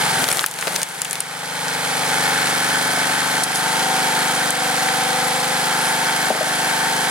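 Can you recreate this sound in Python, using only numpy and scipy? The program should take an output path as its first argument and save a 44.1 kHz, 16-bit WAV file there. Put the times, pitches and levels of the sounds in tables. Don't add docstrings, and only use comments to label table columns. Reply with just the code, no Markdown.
import sys
import numpy as np
from scipy import signal
from scipy.fft import rfft, irfft, next_fast_len
from scipy.io import wavfile
from scipy.ndimage import uniform_filter1d, map_coordinates

SR = 44100
rng = np.random.default_rng(int(sys.argv[2]) if len(sys.argv) > 2 else 0)


def dump(signal):
    limited = np.clip(np.atleast_2d(signal).T, -1, 1)
    pcm = np.round(limited * 32767).astype(np.int16)
    wavfile.write(sys.argv[1], SR, pcm)


N = 313110

# (time [s], rate [firings/s])
ENGINE_SPEED = [(0, 23.4), (0.25, 20.6), (0.5, 22.4), (0.76, 26.807), (0.96, 24.357), (1.19, 23.916),
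                (1.49, 25.221), (2.16, 24.491), (2.5, 24.369), (3.01, 24.551), (3.39, 24.567),
                (3.87, 25.568), (4.32, 24.872), (4.96, 24.659), (5.95, 25.026), (6.42, 24.881),
                (6.7, 25.014), (7.1, 24.949)]
# (time [s], level [dB])
EFFORT = [(0, 0.5), (.25, -1), (.48, 0.5), (.75, 6), (1.2, 3), (1.65, 4.5), (2.3, -0.1), (3.6, -0.8),
          (3.95, 0.1), (4.5, -0.55), (7.1, -1.06)]
# (time [s], share [0-1])
RAM_LOAD = [(0, 0.72), (1.5, 0.8), (2.1, 0.92), (3.4, 0.97), (3.8, 0.2), (4.4, 0.24)]
START_CYCLE = .475

# (multiple of firing rate [1], relative level [dB])
EXHAUST_WORKING = [(1, -50), (2, -36), (3, -33), (4, -9), (5, -4.5), (6, 4), (7, 0.5), (8, -1.5), (9, -10),
                   (10, 6), (11, 5), (12, -8), (13, -6.5), (14, -0.5), (15, -24), (16, -10), (17, -6),
                   (18, 2.5), (19, 4), (20, 1), (21, -0.5), (22, 1), (23, -3), (24, -6), (25, -7), (26, -5),
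                   (27, -4), (28, -6.5), (29, -1)]
EXHAUST_IDLING = [(1, -33), (2, -32), (3, -24.5), (4, -6.5), (5, -4), (6, 4.5), (7, 5), (8, -7.5), (9, -4),
                  (10, 8), (11, -3.5), (12, 4), (13, -8), (14, 2.5), (15, -10), (16, 1), (17, -9), (18, -8),
                  (19, 5), (20, 5), (21, 4.5), (22, -6), (23, 1), (24, -0.5), (25, -2), (26, -23),
                  (27, -5.5), (28, -7), (29, 3)]
PUFFS_WORKING = [(.36, 1), (.527, .63), (.616, .56), (0, .64)]
PUFFS_IDLING = [(.359, 1), (.801, -.62), (.236, .78), (.142, .2)]
# (time [s], gain [dB])
OVERTONES = [(0, -6), (.9, -7.5), (1.4, -6.5), (1.8, -3), (2.3, -1.5), (3.55, -3), (3.9, 0.5), (4.8, -1.5),
             (7.1, -0.5)]
# (time [s], opening [0-1])
THROTTLE = [(0, 1), (.3, 1), (.5, 0.5), (.65, 0.8), (.83, 1), (.87, 0.6), (1.5, .3), (2, 0.04)]
# (time [s], gain [dB])
WEAK_BURNS = [(.868, -7), (.945, -9)]
WEAK_BURN_S = 0.011
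BOOM_HZ, BOOM_WIDTH_HZ, BOOM_DB = 179, 15, 2.5
EXHAUST_DB = -31
RAM_EXHAUST_DB = 1.5

# (frequency [Hz], width [Hz], place in cycle [0-1])
COWL_MODES = [(765, 8, .33), (884, 6, .76), (899, 6, .76), (1525, 12, .6), (1675, 9, .2)]
COWL_LEVELS = [-32.5, -35, -35.5, -49, -41]
# (place in cycle [0-1], frequency [Hz], level with ram moving [dB], level at rest [dB]),
# both levels before effort and random scatter
CHUGS = [(.09, 840, -36, -28), (.31, 800, -18.5, -31), (.39, 800, -30, -22.5), (.66, 820, -29, -24),
         (.93, 850, -31, -22)]
CHUG_RISE_S, CHUG_SCATTER_DB, CHUG_SCATTER_OCTAVES = .0017, 2.3, .06

STROKES = [(.01, 0.03, 0.68), (0.114, 0.0065, 0.68), (.39, 0.037, 0.35), (.565, 0.0046, 0.25),
           (.73, 0.079, 0.51)]
# (frequency [Hz], share [0-1])
REPEAT = [(300, .92), (800, .85), (1150, .55), (1600, .5), (2500, .38), (7000, .3)]
# (frequency [Hz], relative density [dB per Hz])
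BLOCK_SPECTRUM = [(60, -43), (200, -12.5), (390, -11.5), (520, -7.5), (680, -5), (860, -1), (1080, -7),
                  (1450, -1.5), (1800, -4), (2250, -4), (2650, -11.5), (3050, -9), (3400, -6.5),
                  (5500, -25), (12000, -35)]
# (frequency [Hz], relative density [dB per Hz])
FAN_SPECTRUM = [(25, -13), (60, -7), (100, -26), (400, -3), (2000, 1), (3800, -3.5), (4200, 2.5),
                (6500, -1), (9000, 1.5), (11000, -0.5), (12500, -7.5), (16000, -16.5)]
CLATTER_DB, CLATTER_FOLLOWS = -23.5, 1

JOLTS = [(.05, .04, .8), (.36, .06, .8), (.64, .03, .6), (.8, .035, 1)]
RASP_SPEEDS = [24.1, 24.4, 24.6, 24.75, 25, 25.5]
RASP_LEVELS = [-7, -2, -5.5, -7.5, -5, -11]
# (time [s], gain [dB])
RASP_SWELL = [(1.9, 1), (2.3, 0.5), (2.9, 1), (3.3, -0.5), (4.4, 0.5), (4.7, -1.5), (5.5, -3), (5.7, 2.5),
              (5.95, -0.5), (6.13, 3.5), (6.35, 1)]
RASP_FLUTTER_DB = 1.8

# (frequency [Hz], correlation [0-1])
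ALIKE = [(130, 0.4), (300, 0.5), (700, 0.43), (1400, .5), (3000, 0.9), (12000, 0.56)]
# (frequency [Hz], level difference [dB])
LEAN = [(60, 16), (110, 0.5), (200, 3), (380, 2), (700, 1.5), (1290, 3), (2380, -1.5), (4400, -3),
        (8120, 1.5), (15000, -1)]
# (frequency [Hz], phase [rad])
LEAD = [(100, 0), (860, 0.1), (2300, -1.52), (4000, -1.26), (9000, -1.33), (13000, -2), (16000, -6)]

# (time [s], standard deviation [s], frequency [Hz], level [dB])
GROANS = [(0.226, 0.042, 264, -31.5)]
# (time [s], relative level [dB], centre of woken modes [Hz], width [octaves], attack time constant [s])
THUDS = [(.229, 1, 230, 0.44, .002), (.6715, 14, 480, 0.28, 0.0011), (.679, -2, 474, 0.58, 0.0011),
         (.728, -1, 450, .4, 0.0018), (.762, 1, 480, .5, .002), (6.3038, 6.5, 700, 3, 0.0012),
         (6.326, -4, 330, 1, .002), (6.351, 4, 450, 0.31, 0.0018), (6.4085, 7.5, 620, 0.24, 0.004),
         (6.428, -10, 600, .7, 0.00091), (6.468, -9.5, 600, 0.47, 0.0025)]
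# (frequency [Hz], relative level [dB], decay by 60 dB [s])
LOG_MODES = [(230, -5.5, 0.054), (460, -7, 0.052), (558, -4.5, 0.047), (630, 4, 0.037), (756, 0.5, 0.057)]
# (time [s], relative level [dB], centre [Hz], relative width [octaves])
CRACKS = [(.241, -5, 4400, 3.2), (0.279, -13, 6000, 2.3), (0.2872, -6, 6500, 4.3), (0.3152, -8, 2400, 3.7),
          (0.327, -3.5, 9800, 0.16), (0.3706, -7.5, 7500, 0.98), (.393, 0.5, 2700, 0.82),
          (0.4413, 7, 1520, 0.75), (.462, 4.5, 10900, 0.38), (.512, -7, 9500, 0.69), (.5395, -9, 9050, 1.1),
          (.588, -5, 2600, 1.6), (.611, -5, 8750, 0.69), (0.625, -2, 1830, 0.39), (.6717, -3.5, 1400, 3.5),
          (.675, -7, 1340, 0.62), (0.6793, -2.5, 2400, 1.9), (0.757, -7, 7500, .9),
          (0.7608, 2.5, 7540, 1.5), (.817, -3, 9000, .9), (.8306, 6.5, 8300, 0.39),
          (1.0176, 4.5, 9500, 0.39), (1.048, -3.5, 9000, 0.2), (1.0523, -7, 2700, 0.68),
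          (1.1096, -0.5, 8800, 0.29), (1.13, -1, 10000, 0.36), (1.1548, -6.5, 4500, 2.1),
          (1.2043, 4, 9200, 0.22)]
CRACK_PAN_DB = 2
# (frequency [Hz], relative density [dB per Hz])
WOOD_BODY = [(200, -28), (500, -16), (1300, -1), (2800, -1), (5000, -4.5), (9000, -18)]
WOOD_BODY_DB, WOOD_BODY_T60_S = -13, .05
# (start [s], end [s], relative level [dB])
TEARS = [(0.295, 0.446, -16.5), (0.594, 0.798, -17), (0.886, 1.152, -22)]
TEAR_RISE_DB_PER_S, TEAR_FALL_DB_PER_S = 113, 134
# (frequency [Hz], relative density [dB per Hz])
SPLINTERS = [(100, -32), (230, -14), (450, 5.5), (1000, 1), (1500, 4), (2800, -1.5), (5000, -7),
             (10000, 2.5), (16000, -16)]
SMALL_SNAPS_PER_S, SMALL_SNAP_DB, SMALL_SNAP_HZ = 10, -13, 9000

# (time [s], relative level [dB], centre [Hz], relative width [octaves])
KNOCKS = [(1.682, -11, 6240, 0.59), (3.4358, -16, 6900, .9), (3.5576, -14, 5800, 1.7),
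          (4.5056, -9, 9000, 0.32), (4.886, -15, 2080, 0.18), (6.376, -19, 1100, .3)]
KNOCK_PAN_DB = 3
# (time [s], delay [s], strength [1])
ECHO = [(1.9, .0051, 0), (2.3, .0051, .2), (2.8, .0051, .2), (3.05, .0051, 0), (4.25, .0038, 0),
        (4.6, .0038, .8), (5.4, .0038, .8), (5.65, .0038, 0)]
# (time [s], standard deviation [s], relative level [dB])
SCUFFS = [(3.439, 0.003, -12.5), (3.552, 0.0053, -22), (3.575, 0.013, -25), (5.869, 0.044, -28)]
# (frequency [Hz], relative density [dB per Hz])
BARK_SPECTRUM = [(1000, -31), (4000, -6), (7500, -4), (10000, 5), (12000, -6), (16000, -34)]

# (frequency [Hz], weight [dB])
SENSITIVITY = [(600, -1.5), (8000, 1.5)]
TOP_HZ = 16100


def amp(db):
    return 10 ** (np.asarray(db) / 20)


def unit(x):
    return x / np.sqrt(np.mean(x ** 2) + 1e-20)


def along(points, hz):
    f, v = np.transpose(points)
    return np.interp(np.log(hz + 1), np.log(f + 1), v)


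def curves(rows):
    s, *columns = np.transpose(rows)
    return [np.interp(np.arange(N) / SR, s, column) for column in columns]


def wobble(rate):
    knots = rng.standard_normal(200 + int(N * rate / SR))
    return map_coordinates(knots, [np.arange(N) * rate / SR])


def filtered(x, response):
    m = next_fast_len(N + SR // 2)
    return irfft(rfft(x, m) * response(np.fft.rfftfreq(m, 1 / SR)), m)[..., :N]


def resonance(x, centre_hz, width_hz):
    return filtered(x, lambda f: 1j * f * width_hz / (centre_hz ** 2 - f ** 2 + 1j * f * width_hz))


def power(x, seconds):
    return np.abs(uniform_filter1d(x ** 2, max(1, int(seconds * SR)))) + 1e-12


def add(track, s, sound):
    part = track[..., round(s * SR):][..., :sound.shape[-1]]
    part += sound[..., :part.shape[-1]]


def spread(pair, spectrum):
    def turn(hz):
        return np.arccos(np.clip(along(ALIKE, hz), -1, 1)) / 2

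    def response(hz):
        return amp(along(spectrum, hz)) * [np.cos(turn(hz)), np.sin(turn(hz))]

    mid, side = filtered(pair, response)
    return unit(np.array([mid + side, mid - side]))


def each_cycle(orders, cycle):
    wave = irfft(orders, 2 ** 13)
    return unit(np.interp(cycle % 1, np.arange(len(wave)) / len(wave), wave))


def gaussian(distance, length):
    return np.exp(-.5 * (distance / length) ** 2)


def exhaust(cycle, muffler, puffs, dispersion):
    order, db = np.transpose(muffler)
    k = np.arange(order[-1] + 1)
    arrivals = sum(strength * np.exp(-2j * np.pi * k * place) for place, strength in puffs)
    phase = np.angle(arrivals) - np.pi * dispersion * k ** 2
    notes = amp(np.interp(k, order, db)) * np.exp(1j * phase)
    burn = np.floor(cycle - puffs[0][0] + 1).astype(int)
    burn_strength = uniform_filter1d(amp(.5 * rng.standard_normal(200))[burn], size=100)
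    return burn_strength * each_cycle(notes, cycle)


def governed(pipe):
    t = np.arange(N) / SR
    weak_db = sum(db * gaussian(t - s, WEAK_BURN_S) for s, db in WEAK_BURNS)
    boom = amp(BOOM_DB) * curves(THROTTLE)[0] * resonance(pipe, BOOM_HZ, BOOM_WIDTH_HZ)
    return amp(weak_db) * (pipe + boom)


def exhaust_note(cycle, load):
    working = exhaust(cycle, EXHAUST_WORKING, PUFFS_WORKING, dispersion=.0073)
    idling = exhaust(cycle, EXHAUST_IDLING, PUFFS_IDLING, dispersion=.0128)
    pipe = load * working + (1 - load) * idling
    pipe = amp(RAM_EXHAUST_DB * load) * pipe / np.sqrt(power(pipe, .16))
    overtones = filtered(pipe, lambda hz: 1 - 1 / (1 + (hz / 220) ** 8))
    pipe = pipe + (amp(curves(OVERTONES)[0]) - 1) * overtones
    return governed(pipe) * amp(0.43 * wobble(70))


def cowl(cycle, shaking=0.28, unlike=0.2):
    out = 0
    for (centre, width, place), db in zip(COWL_MODES, COWL_LEVELS):
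        blows = unit(np.diff(np.floor(cycle - place), prepend=np.floor(-place)))
        drive = blows + shaking * rng.standard_normal(N) + unlike * rng.standard_normal((2, N))
        out = out + amp(db) * unit(resonance(drive, centre, width))
    return out


def chugs(cycle, speed, load):
    out = 0
    for place, hz, working_db, resting_db in CHUGS:
        turn, part = np.divmod(cycle - place + 1, 1)
        size, pitch = rng.standard_normal((200, 2))[turn.astype(int)].T
        t = part / speed
        level = amp(load * working_db + (1 - load) * resting_db + CHUG_SCATTER_DB * size)
        envelope = t / CHUG_RISE_S * np.exp(1 - t / CHUG_RISE_S)
        ring = np.sin(2 * np.pi * hz * 2 ** (CHUG_SCATTER_OCTAVES * pitch) * t)
        out = out + level * envelope * ring
    return out


def strokes(cycle, bursts, depth):
    swell = sum(strength * gaussian((cycle - place + .5) % 1 - .5, length) for place, length, strength in bursts)
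    return unit(1 + depth * swell)


def rattle_pattern(cycle, drift=0.82, count=500):
    def orders():
        return rng.uniform(.5, 1.5, count) * np.exp(2j * np.pi * rng.random(count))

    turn = drift * wobble(1.274)
    return np.cos(turn) * each_cycle(orders(), cycle) + np.sin(turn) * each_cycle(orders(), cycle)


def clatter(cycle):
    def share(hz):
        return np.clip(along(REPEAT, hz), 0, 1)

    patterns = np.array([rattle_pattern(cycle), rattle_pattern(cycle)])
    same = filtered(patterns, lambda hz: np.sqrt(share(hz)))
    fresh = filtered(rng.standard_normal((2, N)), lambda hz: np.sqrt(1 - share(hz)))
    swell = strokes(cycle, STROKES, depth=0.14) * amp(0.44 * wobble(260))
    return spread((0.8 * same + fresh) * swell, BLOCK_SPECTRUM)


def fan(cycle):
    swell = strokes(cycle, STROKES, depth=0.54) * amp(1.3 * wobble(400))
    return spread(rng.standard_normal((2, N)) * swell, FAN_SPECTRUM)


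def rasp(cycle, speed, centre_hz=1565, width_hz=300):
    noise = rattle_pattern(cycle) + 0.7 * rng.standard_normal((2, N))
    drive = noise * strokes(cycle, JOLTS, depth=4)
    level_db = np.interp(speed, RASP_SPEEDS, RASP_LEVELS)
    level_db = level_db + curves(RASP_SWELL)[0] + RASP_FLUTTER_DB * wobble(25)
    return amp(level_db) * unit(resonance(drive, centre_hz, width_hz))


def reflections(x, echo_db=-10, above_hz=1500, count=14):
    taps = np.zeros((2, SR // 100))
    for channel in taps:
        delays = rng.integers(SR // 1000, SR // 100, count)
        channel[delays] = rng.choice([-1, 1], count) / np.sqrt(count)
    treble = filtered(x, lambda hz: hz ** 2 / (hz ** 2 + above_hz ** 2))
    return x + amp(echo_db) * signal.fftconvolve(treble, taps, axes=1)[:, :N]


def engine():
    speed, = curves(ENGINE_SPEED)
    effort_db, = curves(EFFORT)
    load = np.clip(curves(RAM_LOAD)[0], 0, 1)
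    cycle = START_CYCLE + np.cumsum(speed) / SR
    burning = amp(EXHAUST_DB) * exhaust_note(cycle, load) + chugs(cycle, speed, load)
    machinery = reflections(amp(1.0) * clatter(cycle) + fan(cycle) + rasp(cycle, speed))
    sound = amp(effort_db) * burning + cowl(cycle)
    sound = sound + amp(CLATTER_DB + CLATTER_FOLLOWS * effort_db) * machinery
    sound = moving_echo(sound)
    side = np.array([[.5], [-.5]])
    return filtered(sound, lambda hz: amp(side * along(LEAN, hz)) * np.exp(1j * side * along(LEAD, hz)))


def groans():
    t = np.arange(N) / SR
    phase = 2 * np.pi * np.cumsum(1 + 0.043 * wobble(52)) / SR
    return sum(amp(db) * np.sqrt(2) * gaussian(t - s, length) * np.sin(hz * phase)
               for s, length, hz, db in GROANS)


def thuds():
    out, t = np.zeros(N), np.arange(SR // 5) / SR
    for s, db, centre, width, attack in THUDS:
        ring = 0
        for hz, level, t60 in LOG_MODES:
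            woken = gaussian(np.log2(hz / centre), width)
            ring = ring + woken * amp(level - 60 * t / t60) * np.sin(2 * np.pi * hz * t)
        add(out, s, amp(db - 11.5) * ring * (1 - np.exp(-t / attack)))
    return out * amp([[2], [-2]])


def cracks(rows, pan_db, tail_t60=0.097, tail_db=-28, unlike=0.95):
    out, t = np.zeros((2, N)), np.arange(SR // 10) / SR
    octave = np.log2(np.fft.rfftfreq(len(t), 1 / SR) + 1)
    burst = amp(-60 * t / .0095) * (1 - np.exp(-t / .0002))
    fade = burst + amp(tail_db - 60 * t / tail_t60)
    pan = amp([[pan_db / 2], [-pan_db / 2]])
    for s, db, hz, width in rows:
        noise = rng.standard_normal(len(t)) + unlike * rng.standard_normal((2, len(t)))
        band = 1 / (1 + ((octave - np.log2(hz)) / width / 1.1) ** 2)
        colour = band / np.sqrt(2 ** octave + 1500) / (1 + (2 ** octave / 14000) ** 6)
        colour = colour * (octave < np.log2(TOP_HZ))
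        snap = irfft(rfft(noise) * colour, len(t)) * fade * pan
        peak = np.sqrt(power(snap, .004).mean(0).max())
        add(out, s, amp(db - 1) * snap / peak)
    return out


def wood_body():
    level, t = np.zeros(N), np.arange(SR // 10) / SR
    for s, db, _, _ in CRACKS:
        add(level, s, amp(db + WOOD_BODY_DB - 60 * t / WOOD_BODY_T60_S))
    return level * spread(rng.standard_normal((2, N)), WOOD_BODY) * amp([[2], [-2]])


def tearing(rate=3000):
    t = np.arange(N) / SR
    level_power = 0
    for start, end, db in TEARS:
        rise_db = TEAR_RISE_DB_PER_S * np.maximum(start - t, 0)
        fall_db = TEAR_FALL_DB_PER_S * np.maximum(t - end, 0)
        level_power = level_power + amp(db - rise_db - fall_db) ** 2
    sizes = amp(3 * np.minimum(rng.exponential(size=N), 2.5))
    snaps = (rng.random(N) < rate / SR) * sizes
    burst = signal.lfilter([1], [1, -np.exp(-1 / (0.00032 * SR))], snaps)
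    fibres = spread(burst * rng.standard_normal((2, N)), SPLINTERS)
    return np.sqrt(level_power) * fibres * amp([[2], [-2]])


def small_snaps(scatter_db=3, scatter_octaves=0.44):
    times = np.arange(TEARS[0][0], TEARS[-1][1], 1 / SMALL_SNAPS_PER_S)
    chance = rng.uniform(-1, 1, (100, 3))
    rows = []
    for s, (late, size, pitch) in zip(times, chance):
        hz = SMALL_SNAP_HZ * 2 ** (scatter_octaves * pitch)
        rows.append((s + late / SMALL_SNAPS_PER_S / 2, SMALL_SNAP_DB + scatter_db * size, hz, 1))
    return rows


def moving_echo(x, centre_hz=430, width_octaves=0.39):
    delay, strength = curves(ECHO)
    t = np.arange(N) / SR
    band = filtered(x, lambda hz: gaussian(np.log2((hz + 1) / centre_hz), width_octaves))
    return x + strength * np.array([np.interp(t - delay, t, channel) for channel in band])


def scuffs():
    t = np.arange(N) / SR
    pressure = sum(amp(db) * gaussian(t - s, length) for s, length, db in SCUFFS)
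    return pressure * spread(rng.standard_normal((2, N)) * amp(2.4 * wobble(600)), BARK_SPECTRUM)


def scene(wood_cut_hz=190):
    splitting = groans() + tearing() + wood_body()
    splitting = splitting + cracks(CRACKS, CRACK_PAN_DB) + cracks(small_snaps(), CRACK_PAN_DB)
    handling = cracks(KNOCKS, KNOCK_PAN_DB) + scuffs() + thuds()
    high_pass = signal.butter(2, wood_cut_hz, "high", fs=SR, output="sos")
    return engine() + signal.sosfilt(high_pass, splitting + handling)


def record(dry, release_db=15, low_cut_hz=88):
    sensed = filtered(dry, lambda hz: amp(along(SENSITIVITY, hz)))
    excess = np.maximum(10 * np.log10(power(sensed, .004).mean(0)) + 13, 0)
    recovery = release_db * np.arange(N) / SR
    duck_db = np.maximum.accumulate(excess + recovery) - recovery
    held = np.clip(dry * amp(-uniform_filter1d(duck_db, size=44)), -1, 1)

    def low_cut(hz):
        return np.maximum(1 / np.sqrt(1 + (low_cut_hz / (hz + 1)) ** 10), amp(-17.0))

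    return filtered(held, lambda hz: low_cut(hz) * (hz < TOP_HZ))


dry = scene()
out = record(dry)
dump(out)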